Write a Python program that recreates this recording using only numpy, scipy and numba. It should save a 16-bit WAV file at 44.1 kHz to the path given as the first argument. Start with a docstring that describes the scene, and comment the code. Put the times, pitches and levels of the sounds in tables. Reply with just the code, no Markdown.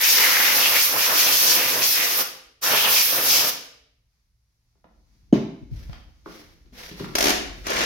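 """A loud hiss of air comes first: a blow gun sweeps an engine bay in two long blasts, close to a
hand-held microphone in a tiled workshop. The jet roars on the parts it hits, whistles past their
edges and makes their hollows sing. Then the gun drops on a tool trolley with a boom and a clank,
the air hose slides and knocks, and a wall reel winds it in with a clattering ratchet.
Underneath are a faint machine hum and the rumble of the microphone being carried."""
import sys
import numpy as np
from scipy import signal
from scipy.fft import rfft, irfft
from scipy.io import wavfile
from scipy.ndimage import uniform_filter1d
from numba import njit

SR = 44100
rng = np.random.default_rng(int(sys.argv[2]) if len(sys.argv) > 2 else 0)


def unload_audio(sound):
    """Save the sound as a 16-bit wav file, at the path given as the first command line argument."""
    columns = np.transpose(np.atleast_2d(sound))
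    # keep every value between -1 and 1, then stretch to whole-number steps
    steps = np.round(np.clip(columns, -1, 1) * 32767)
    wavfile.write(sys.argv[1], SR, steps.astype(np.int16))


N = 346185
TIME = np.arange(N) / SR
FREQ = np.maximum(np.arange(N // 2 + 1) * SR / N, 1)

# how long the room's echo takes to fall by 60 dB: pitch_hz, fade_s
ECHO_FADE = [(100, 0.61), (300, 0.76), (1000, 0.57), (2500, 0.65), (4500, 0.59), (6500, 0.51), (9000, 0.48),
             (14000, .33)]
# tone of the quiet room air: pitch_hz, level_db
ROOM_AIR_TONE = [(15, -38), (25, -3.5), (59, 2), (87, -10), (120, -4), (145, -13.5), (384, -33.5),
                 (840, -39), (3340, -41), (5730, -33.5), (7710, -45.5), (11000, -38), (16000, -47)]
# machine hum: pitch_hz, level_db
MACHINE_HUM = [(59.2, -78), (118.4, -84), (177.6, -99)]
# tone of a faint hiss, perhaps air seeping from the coupling: pitch_hz, level_db
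SEEP_TONE = [(300, -8), (900, -4.5), (1500, -7), (2150, -4), (3000, -9.5), (4700, -2.5), (6300, -4.5),
             (8000, -19.5), (11500, -14.5), (16000, -21.5)]
# loudness of that faint hiss: time_s, level_db
SEEP_LEVELS = [(3.95, -89.5), (4.15, -78), (4.3, -82), (4.8, -78.5), (5.15, -71), (7.85, -71.5)]
# tone of the moving microphone's rumble: pitch_hz, level_db
RUMBLE_TONE = [(15, -20.5), (33, -11.5), (47, 6), (65, -2.5), (100, -11), (250, -19), (600, -43),
               (3000, -92)]
# loudness of that rumble: time_s, level_db
RUMBLE_LEVELS = [(4.65, -81.5), (4.93, -62), (5.29, -53), (5.35, -43), (5.54, -63), (5.75, -39),
                 (5.92, -40.5), (6.2, -55), (6.9, -50), (7.15, -41.5), (7.85, -41)]
# soft bumps of the hand on the microphone: start_s, level_db
HAND_BUMPS = [(5.618, -33), (5.711, -20), (5.789, -33), (5.887, -28)]

# tone of the sliding hose: pitch_hz, level_db
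HOSE_TONE = [(120, -1), (200, -4), (380, 1), (409, -3), (473, 6), (1040, -5), (2290, 1.5), (2470, -3.5),
             (5730, -2), (7830, -19.5), (11900, -11), (16000, -18)]
# slides of the hose: start_s, length_s, level_db
HOSE_SLIDES = [(5.693, 0.13, -56.5), (5.876, 0.041, -59), (6.238, 0.14, -51), (6.72, 0.14, -44),
               (6.96, 0.034, -41.5), (7.03, 0.019, -53), (7.08, 0.045, -57), (7.5, .15, -55)]
# knocks of hose and coupling: start_s, body_db, clack_db, tick_db
HOSE_KNOCKS = [(4.754, -59, -75, -95), (4.842, -47, -54.5, -67), (5.895, -50, -51, -55),
               (5.929, -45, -47, -42.5), (6.259, -26.5, -40.5, -58), (6.658, -49, -68, -67),
               (6.724, -40.5, -69, -73), (6.912, -32, -54, -43), (6.997, -31, -42, -42),
               (7.003, -20, -59, -47), (7.043, -34, -38, -39.5)]
# tone of the pawl, the catch that snaps over the ratchet's teeth: pitch_hz, level_db
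PAWL_TONE = [(100, -30), (190, -21), (270, 7.5), (360, 2.5), (470, -12), (620, 7), (1000, -4), (2200, -4.5),
             (3500, -9.5), (6300, -5.5), (7800, -21), (10000, -16), (13000, -13), (16000, -26)]
# tone of the reel's scraping drum: pitch_hz, level_db
DRUM_TONE = [(100, -16), (180, -3.5), (280, 1.5), (450, 4), (650, -1), (1000, 0.5), (1600, 1.5),
             (2700, -2.5), (3800, -7), (5300, -6.5), (6600, -10.5), (8000, -20.5), (13000, -26),
             (16000, -28)]
# spins of the reel: start_s, length_s, start_teeth_per_s, speedup_teeth_per_s2, pawl_db, drum_db
REEL_SPINS = [(7.152, 0.16, 24.6, 468, -6.5, -34.5), (7.667, .2, 28, 90, -16.5, -23.5)]
# ringing notes of the trolley top and the gun's metal: pitch_hz, level_db, fade_s
TROLLEY_NOTES = [(134.2, -1.5, 0.5), (168.7, -3, 0.58), (318, -20, 1.5), (393, -1.5, 0.52),
                 (610, -9.5, 0.37), (2170, -39, 1.4), (2350, -42.5, 0.82), (3020, -18.5, 0.23),
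                 (3100, -31, 0.75), (3300, -28, 0.32), (3940, -33.5, 0.83), (4200, -31, 0.37),
                 (5173, -43.5, 0.59), (6500, -20.5, 0.12)]
# tone of the gun's clank: pitch_hz, level_db
CLANK_TONE = [(300, -2), (700, 10), (1100, 1.5), (1500, -3), (3000, -6.5), (5000, -8.5), (6600, -12),
              (7400, -36), (9500, -39.5), (13000, -23.5), (16000, -32)]

# squeezes of the trigger: pressed_s, released_s
TRIGGER_PULLS = [(-.015, 2.218), (2.609, 3.492)]
# force of the jet, one list per blast: time_s, nozzle_hiss_db, edge_hiss_db
JET_LEVELS = [
    [(0.01, -24.5, -26.5), (0.04, -21.5, -22), (0.5, -24.5, -25.5), (0.85, -23.5, -26), (0.95, -28, -33.5),
     (1.04, -25, -25.5), (1.12, -25.5, -31.5), (1.18, -22, -23), (1.45, -22.5, -23.5), (1.51, -21.5, -18.5),
     (1.6, -26.5, -30.5), (1.81, -27.5, -29.5), (1.84, -25, -18.5), (1.87, -23, -28), (2.0, -27.5, -26.5),
     (2.21, -24.5, -31)],
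    [(2.64, -25, -26), (2.87, -26.5, -31), (2.912, -21.5, -26), (3.016, -22.5, -21.5),
     (3.036, -23.5, -33.5), (3.136, -25.5, -30), (3.248, -25.5, -31.5), (3.296, -22.5, -19.5),
     (3.358, -23, -17.5), (3.406, -25.5, -25.5), (3.47, -25.5, -28)],
]
# tone of the air leaving the nozzle: pitch_hz, level_db
NOZZLE_TONE = [(500, -34), (2000, -15), (4000, -3), (6300, -3), (7300, -15.5), (8500, -8), (10000, -1.5),
               (12000, 4.5), (14000, 5.5), (16000, -2)]
# tone of the jet hitting a broad face: pitch_hz, level_db
ROAR_TONE = [(30, -35), (85, -27), (130, -4), (190, -10), (305, 0), (385, -3.5), (520, 3.5), (750, -1.5),
             (1200, 1.5), (1600, -1.5), (3000, -14), (8000, -43.5)]
# tone of the jet passing an edge: pitch_hz, level_db
EDGE_TONE = [(1500, -29.5), (3000, -11), (3900, -10.5), (5300, -4), (6400, -8), (7300, -15.5), (11000, -32)]
# larger faces roar deeper, gaining bass and losing as much treble: time_s, tilt_db
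ROAR_DEPTH = [(.1, 0), (.55, -1.5), (.95, -1), (1.8, 2), (2.7, -2), (3.2, 1.5)]
# the jet crosses a hollow with a short "whoo": middle_s, half_length_s, level_db, pitch_hz
HOLLOW_CROSSINGS = [(0.044, 0.068, -23.5, 2300), (.23, 0.066, -20.5, 2000), (0.372, 0.038, -19.5, 1850),
                    (.48, 0.056, -20.5, 2100), (0.643, 0.034, -20, 2670), (0.764, 0.025, -20, 2220),
                    (1.02, 0.041, -25.5, 2395), (1.19, 0.051, -26, 2120), (1.303, 0.031, -25.5, 2695),
                    (1.457, 0.028, -34.5, 2770), (1.626, 0.096, -26, 2300), (1.823, 0.017, -23.5, 2420),
                    (2.01, 0.056, -24, 2270), (2.684, 0.039, -27.5, 1716), (2.813, 0.061, -20.5, 2880),
                    (2.975, 0.017, -21, 2500), (3.1, 0.02, -29, 2365), (3.361, .05, -28.5, 3150)]
# each hand stroke lands the jet on a face, then swings it off: landing_s, roar_db, roar_lost_db
HAND_STROKES = [(.02, -39.5, 3.5), (.21, -31, 5), (.4, -32.5, 2.5), (.57, -29.5, 4), (.745, -31, 13),
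                (.96, -28, 11.5), (1.11, -26.5, 7.5), (1.285, -30.5, 8), (1.48, -33, 2.5), (1.59, -31, 5.5),
                (1.795, -31.5, 10), (2.02, -37, 3.5), (2.23, -31, 2.5), (2.64, -33.5, 2),
                (2.735, -24.5, 10), (2.87, -27.5, 4), (2.97, -35, 11), (3.14, -31.5, -1), (3.23, -35, 2),
                (3.45, -31, 11.5), (3.62, -30, 0)]


def undb(db):
    """Turn decibels into a number to multiply by."""
    return 10 ** (np.asarray(db) / 20)


def unit(x):
    """Scale a signal to an average strength (rms) of 1."""
    return x / np.sqrt(np.mean(x ** 2))


def curves(table):
    """Join each column's points into a line through time."""
    times, *columns = np.transpose(table)
    return [np.interp(TIME, times, column) for column in columns]


def at_pitch(points, hz):
    """Look up a table's value at any pitch, with octaves evenly spaced."""
    pitches, values = np.transpose(points)
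    return np.interp(np.log(hz), np.log(pitches), values)


def colour(x, tone):
    """Shape a sound with a tone table, at strength 1."""
    return unit(irfft(rfft(x) * undb(at_pitch(tone, FREQ)), N))


def band(x, low_hz, high_hz):
    """Keep the sound between two pitches."""
    return signal.sosfilt(signal.butter(3, [low_hz, high_hz], "band", fs=SR, output="sos"), x)


def pan(x, left_db):
    """Make the left side left_db louder than the right."""
    return x * undb(np.array([[left_db], [-left_db]]) / 2)


def air_noise(apart_hz=1100, bass_side=0.14):
    """Stereo noise: long waves reach both sides of the microphone alike, short ones do not."""
    mid, side = rfft(rng.standard_normal((2, N)))
    side = side * np.clip(np.hypot(bass_side, FREQ / apart_hz), 0, 1)
    return irfft(np.array([mid + side, mid - side]), N)


def wobble(rate_hz):
    """A smooth random wander of strength 1."""
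    step = max(int(SR / rate_hz), 1)
    stairs = np.repeat(rng.standard_normal(N // step + 1), step)
    return unit(uniform_filter1d(stairs, step)[:N])


def fade(t, fade_s):
    """Start at t = 0 and die away by 60 dB in fade_s."""
    return (t >= 0) * np.exp(-np.log(1000) * np.clip(t / fade_s, 0, 2))


def strikes(times, levels_db, fade_s, contact_s=0.00053):
    """Loudness of a row of blows: each builds while the contact lasts, then dies away."""
    loudness = np.zeros(N)
    t = TIME[:SR // 2]
    blow = np.clip(t / contact_s, 0, 1) * fade(np.maximum(t - contact_s, 0), fade_s)
    for start_s, db in zip(times, levels_db):
        start = min(int(start_s * SR), N)
        loudness[start:start + len(t)] += undb(db) * blow[:N - start]
    return loudness


def workshop(size=SR):
    """The tiled room's answer to a click: dense echoes after a short gap, the treble dying first."""
    hz, times, echoes = signal.stft(air_noise()[:, :size], SR, nperseg=256)
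    echoes = echoes * fade(times, at_pitch(ECHO_FADE, hz + 1)[:, None])
    tail = signal.istft(echoes, SR)[1][:, :size]
    onset = np.clip((TIME[:size] - 0.003) / 0.002, 0, 1)
    return unit(tail * onset) / np.sqrt(size)


def in_room(x, room, echo_db):
    """A sound plus its echo from the room."""
    return x + undb(echo_db) * signal.fftconvolve(np.atleast_2d(x), room, axes=1)[:, :N]


def background():
    """Quiet room air with a faint machine hum and a thin hiss."""
    hum = sum(np.sqrt(2) * undb(db) * np.sin(2 * np.pi * (hz * TIME + rng.random()))
              for hz, db in MACHINE_HUM)
    seep_db, = curves(SEEP_LEVELS)
    seep = colour(air_noise(), SEEP_TONE) * undb(seep_db + 1.2 * wobble(12))
    room_air = colour(air_noise(), ROOM_AIR_TONE) * undb(-70 + 0.8 * wobble(0.73))
    return room_air + undb(-0.5) * hum + seep


def handling():
    """The carried microphone rumbles and takes a few soft bumps."""
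    rumble_db, = curves(RUMBLE_LEVELS)
    times, bump_db = np.transpose(HAND_BUMPS)
    rumble = colour(air_noise(bass_side=0.34), RUMBLE_TONE) * undb(rumble_db - 1.5)
    bumps = band(air_noise(bass_side=0.9) * strikes(times, bump_db + 17.5, fade_s=0.14), 51, 142)
    return rumble + bumps


def sliding_hose(room, grip_db=1.5, swell_s=0.085):
    """The hose drags in small catches and slips; each slide swells and runs out."""
    slides = np.zeros(N)
    for start_s, length_s, db in HOSE_SLIDES:
        t = TIME - start_s
        swell = np.clip(np.minimum(t, length_s) / swell_s, 0, 1)
        slides += undb(db) * swell * fade(np.maximum(t - length_s, 0), fade_s=0.61)
    drag = colour(air_noise(), HOSE_TONE) * slides * undb(2.5 + grip_db * wobble(100))
    return in_room(drag, room, echo_db=-8)


def knocks(room):
    """Hose and coupling bump into things, each blow a mix of low body, clack and high tick."""
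    times, body_db, clack_db, tick_db = np.transpose(HOSE_KNOCKS)
    body = band(air_noise() * strikes(times, body_db + 12.5, fade_s=0.1), 148, 371)
    clack = band(air_noise() * strikes(times, clack_db + 19.5, fade_s=0.023), 410, 1380)
    tick = band(air_noise() * strikes(times, tick_db + 7.5, fade_s=0.022, contact_s=0.0022), 1700, 4800)
    return in_room(body + clack + tick, room, echo_db=1.0)


def reel_spin(start_s, length_s, rate, speedup, pawl_db, drum_db):
    """A spring speeds the drum up evenly: gives snap times, snap levels and the scrape's loudness."""
    tooth = np.arange(int(rate * length_s + speedup * length_s ** 2 / 2) + 1)
    snap_s = start_s + (np.sqrt(rate ** 2 + 2 * speedup * tooth) - rate) / speedup
    snap_db = pawl_db - 0.28 * tooth  # ever softer, as the pawl has less time to drop
    t = TIME - start_s
    slack_s, reference_teeth_per_s = 0.032, 52.6
    starting = np.clip((t + slack_s) / (2 * slack_s), 0, 1)  # takes up slack before the first tooth
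    stopping = fade(np.maximum(t - length_s, 0), fade_s=0.37)
    speed = (rate + speedup * np.clip(t, 0, length_s)) * stopping * starting
    return snap_s, snap_db, undb(drum_db) * (speed / reference_teeth_per_s) ** 1.07


def wall_reel(room, scrape_flutter_db=3, right_lag_s=0.00045):
    """The pawl snaps over the teeth ever faster and shakes the housing, while the drum scrapes round."""
    snap_s, snap_db, scrapes = zip(*(reel_spin(*spin) for spin in REEL_SPINS))
    snap_s, snap_db = np.concatenate(snap_s), np.concatenate(snap_db)
    snaps = strikes(snap_s, snap_db - 7, fade_s=0.03, contact_s=0.0011)
    bounces = strikes(snap_s + 0.0034, snap_db - 12, fade_s=0.023)  # one after each tooth
    pawl = colour(air_noise(apart_hz=3160), PAWL_TONE) * (snaps + bounces)
    drum = colour(air_noise(apart_hz=3030), DRUM_TONE) * sum(scrapes)
    left, right = pawl + drum * undb(scrape_flutter_db * wobble(250))
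    right = np.interp(TIME - right_lag_s, TIME, right)  # the sound reaches the left side first
    return pan(in_room(np.array([left, right]), room, echo_db=-2.5), left_db=0.5)


def dropped_gun(room, drop_s=5.3265, thud_hz=245, swell_s=0.0038, metal_lag_s=0.0042):
    """The gun lands on the trolley: the top booms, then top and metal ring on."""
    since_drop = TIME - drop_s
    t = np.maximum(since_drop, 0)
    thud = (t / swell_s * np.exp(1 - t / swell_s)) ** 2 * np.cos(2 * np.pi * thud_hz * t)
    ring = sum(undb(db) * fade(t, fade_s) * np.sin(2 * np.pi * hz * t)
               for hz, db, fade_s in TROLLEY_NOTES)
    boom = band(air_noise(apart_hz=1800, bass_side=0.1) * fade(since_drop, 0.5), 130, 350)
    knock = band(air_noise() * fade(since_drop, 0.055), 386, 640)
    clank = colour(air_noise(), CLANK_TONE) * fade(since_drop - metal_lag_s, 0.063)
    hit = in_room(undb(-1.5) * thud + undb(2.5) * knock, room, echo_db=-10.5)
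    top = hit + undb(2.5) * boom + undb(-22) * ring
    return band(top, 105, 9000) + in_room(undb(-33) * clank, room, echo_db=8.5)


def engine_bay(x, echo=0.11, sway=0.086):
    """Nearby metal faces bounce the sound back; the paths shift as the nozzle is waved about."""
    out = x.copy()
    for channel in range(2):
        for lag_s in (0.0011, 0.0023, 0.0041):
            late_s = lag_s * (1 + sway * wobble(5))
            out[channel] += echo * np.interp(TIME - late_s, TIME, x[channel])
    return out


def wagging_hand():
    """The hand wags the nozzle: gives the roar's level and the dB lost as the jet swings off a face."""
    landing_s, roar_db, lost_db = np.transpose(HAND_STROKES)
    stroke = np.interp(TIME, landing_s, np.arange(len(landing_s)))
    swing_db = lost_db[stroke.astype(int)] * np.sin(np.pi * stroke) ** 2
    return np.interp(TIME, landing_s, roar_db), swing_db


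def face_roar(pivot_hz=800):
    """The jet roars on a broad face; the larger the face, the deeper the roar."""
    tilt_db, = curves(ROAR_DEPTH)
    roar = colour(air_noise(apart_hz=1585), ROAR_TONE)
    bass = irfft(rfft(roar) / (1 + (FREQ / pivot_hz) ** 4), N)
    return bass * undb(tilt_db) + (roar - bass) * undb(-tilt_db)


@njit
def resonance(x, hz, width_hz):
    """A filter that keeps the sound near a moving pitch."""
    out, band_state, low_state = np.empty(len(x)), 0., 0.
    for i in range(len(x)):
        tuning, damping = np.tan(np.pi * hz[i] / SR), width_hz / hz[i]
        ring = (band_state + tuning * (x[i] - low_state)) / (1 + tuning * (tuning + damping))
        band_state = 2 * ring - band_state
        low_state += 2 * tuning * ring
        out[i] = damping * ring
    return out


def hollow_tone(air, hz, width_hz):
    """A hollow picks its own pitch out of the rushing air."""
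    return unit(np.array([resonance(resonance(side, hz, width_hz), hz, width_hz) for side in air]))


def hollows(hiss_db, buffet, gaps_db=-9.5, gaps_hz=2330):
    """Each hollow swells as the jet crosses it, over small gaps that sound all the time."""
    powers, pitches = [undb(hiss_db + gaps_db) ** 2], [gaps_hz]
    for middle_s, half_s, db, hz in HOLLOW_CROSSINGS:
        swell = np.exp(-np.minimum(((TIME - middle_s) / half_s) ** 2, 20))
        powers.append(undb(db) ** 2 * swell)
        pitches.append(hz)
    level_db = 10 * np.log10(sum(powers))
    pitch_hz = sum(power * hz for power, hz in zip(powers, pitches)) / sum(powers)  # the loudest leads
    pitch_hz *= 1 + 0.05 * wobble(40)
    broad = hollow_tone(air_noise(apart_hz=3500), pitch_hz, width_hz=2300.0)
    narrow = hollow_tone(air_noise(apart_hz=3508), pitch_hz, width_hz=650.0)
    singing = undb(-13.5 + 0.8 * (level_db - np.median(level_db)))  # a square hit almost whistles
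    whoo = (broad + singing * narrow) / np.hypot(1, singing)
    return whoo * undb(level_db - 0.96 + 1.1 * buffet + 1.8 * wobble(220))


def blow_gun(room, open_s=0.028, close_s=0.02):
    """The free jet hisses; where it lands it roars, whistles past edges and sounds the hollows."""
    hiss_db, edge_db = curves(np.vstack(JET_LEVELS))
    roar_db, swing_db = wagging_hand()  # swinging off a face trades roar for a little more hiss
    valve = sum(np.clip((TIME - on) / open_s, 0, 1) ** 2 * np.clip((off - TIME) / close_s + 1, 0, 1)
                for on, off in TRIGGER_PULLS)
    buffet = wobble(70)  # the swirling air flaps against the parts
    hiss = colour(air_noise(), NOZZLE_TONE) * undb(hiss_db + 3 + 0.06 * swing_db + wobble(40))
    roar = face_roar() * undb(roar_db + 1.91 - swing_db + 0.5 * buffet)
    edge = colour(air_noise(apart_hz=6050), EDGE_TONE)
    edge *= undb(edge_db - 0.1 + 0.081 * swing_db + 1.8 * wobble(60))
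    parts = roar + pan(edge, left_db=3.5) + hollows(hiss_db, buffet)
    nozzle = in_room(engine_bay(valve * hiss), room, echo_db=-7)
    landing = in_room(engine_bay(valve * parts), room, echo_db=-4.5)
    return pan(nozzle, left_db=-2.5) + pan(landing, left_db=-0.83)


def scene():
    """All the sounds together in one workshop."""
    room = workshop()
    tools = blow_gun(room) + dropped_gun(room) + knocks(room) + sliding_hose(room) + wall_reel(room)
    return tools + handling() + background()


def record(dry, top_hz=16200):
    """Hold the peaks at full scale and cut the highest treble."""
    treble_cut = signal.ellip(14, 0.1, 90, top_hz, fs=SR, output="sos")
    return signal.sosfilt(treble_cut, np.clip(dry, -1, 1))


dry = scene()
out = record(dry)
unload_audio(out)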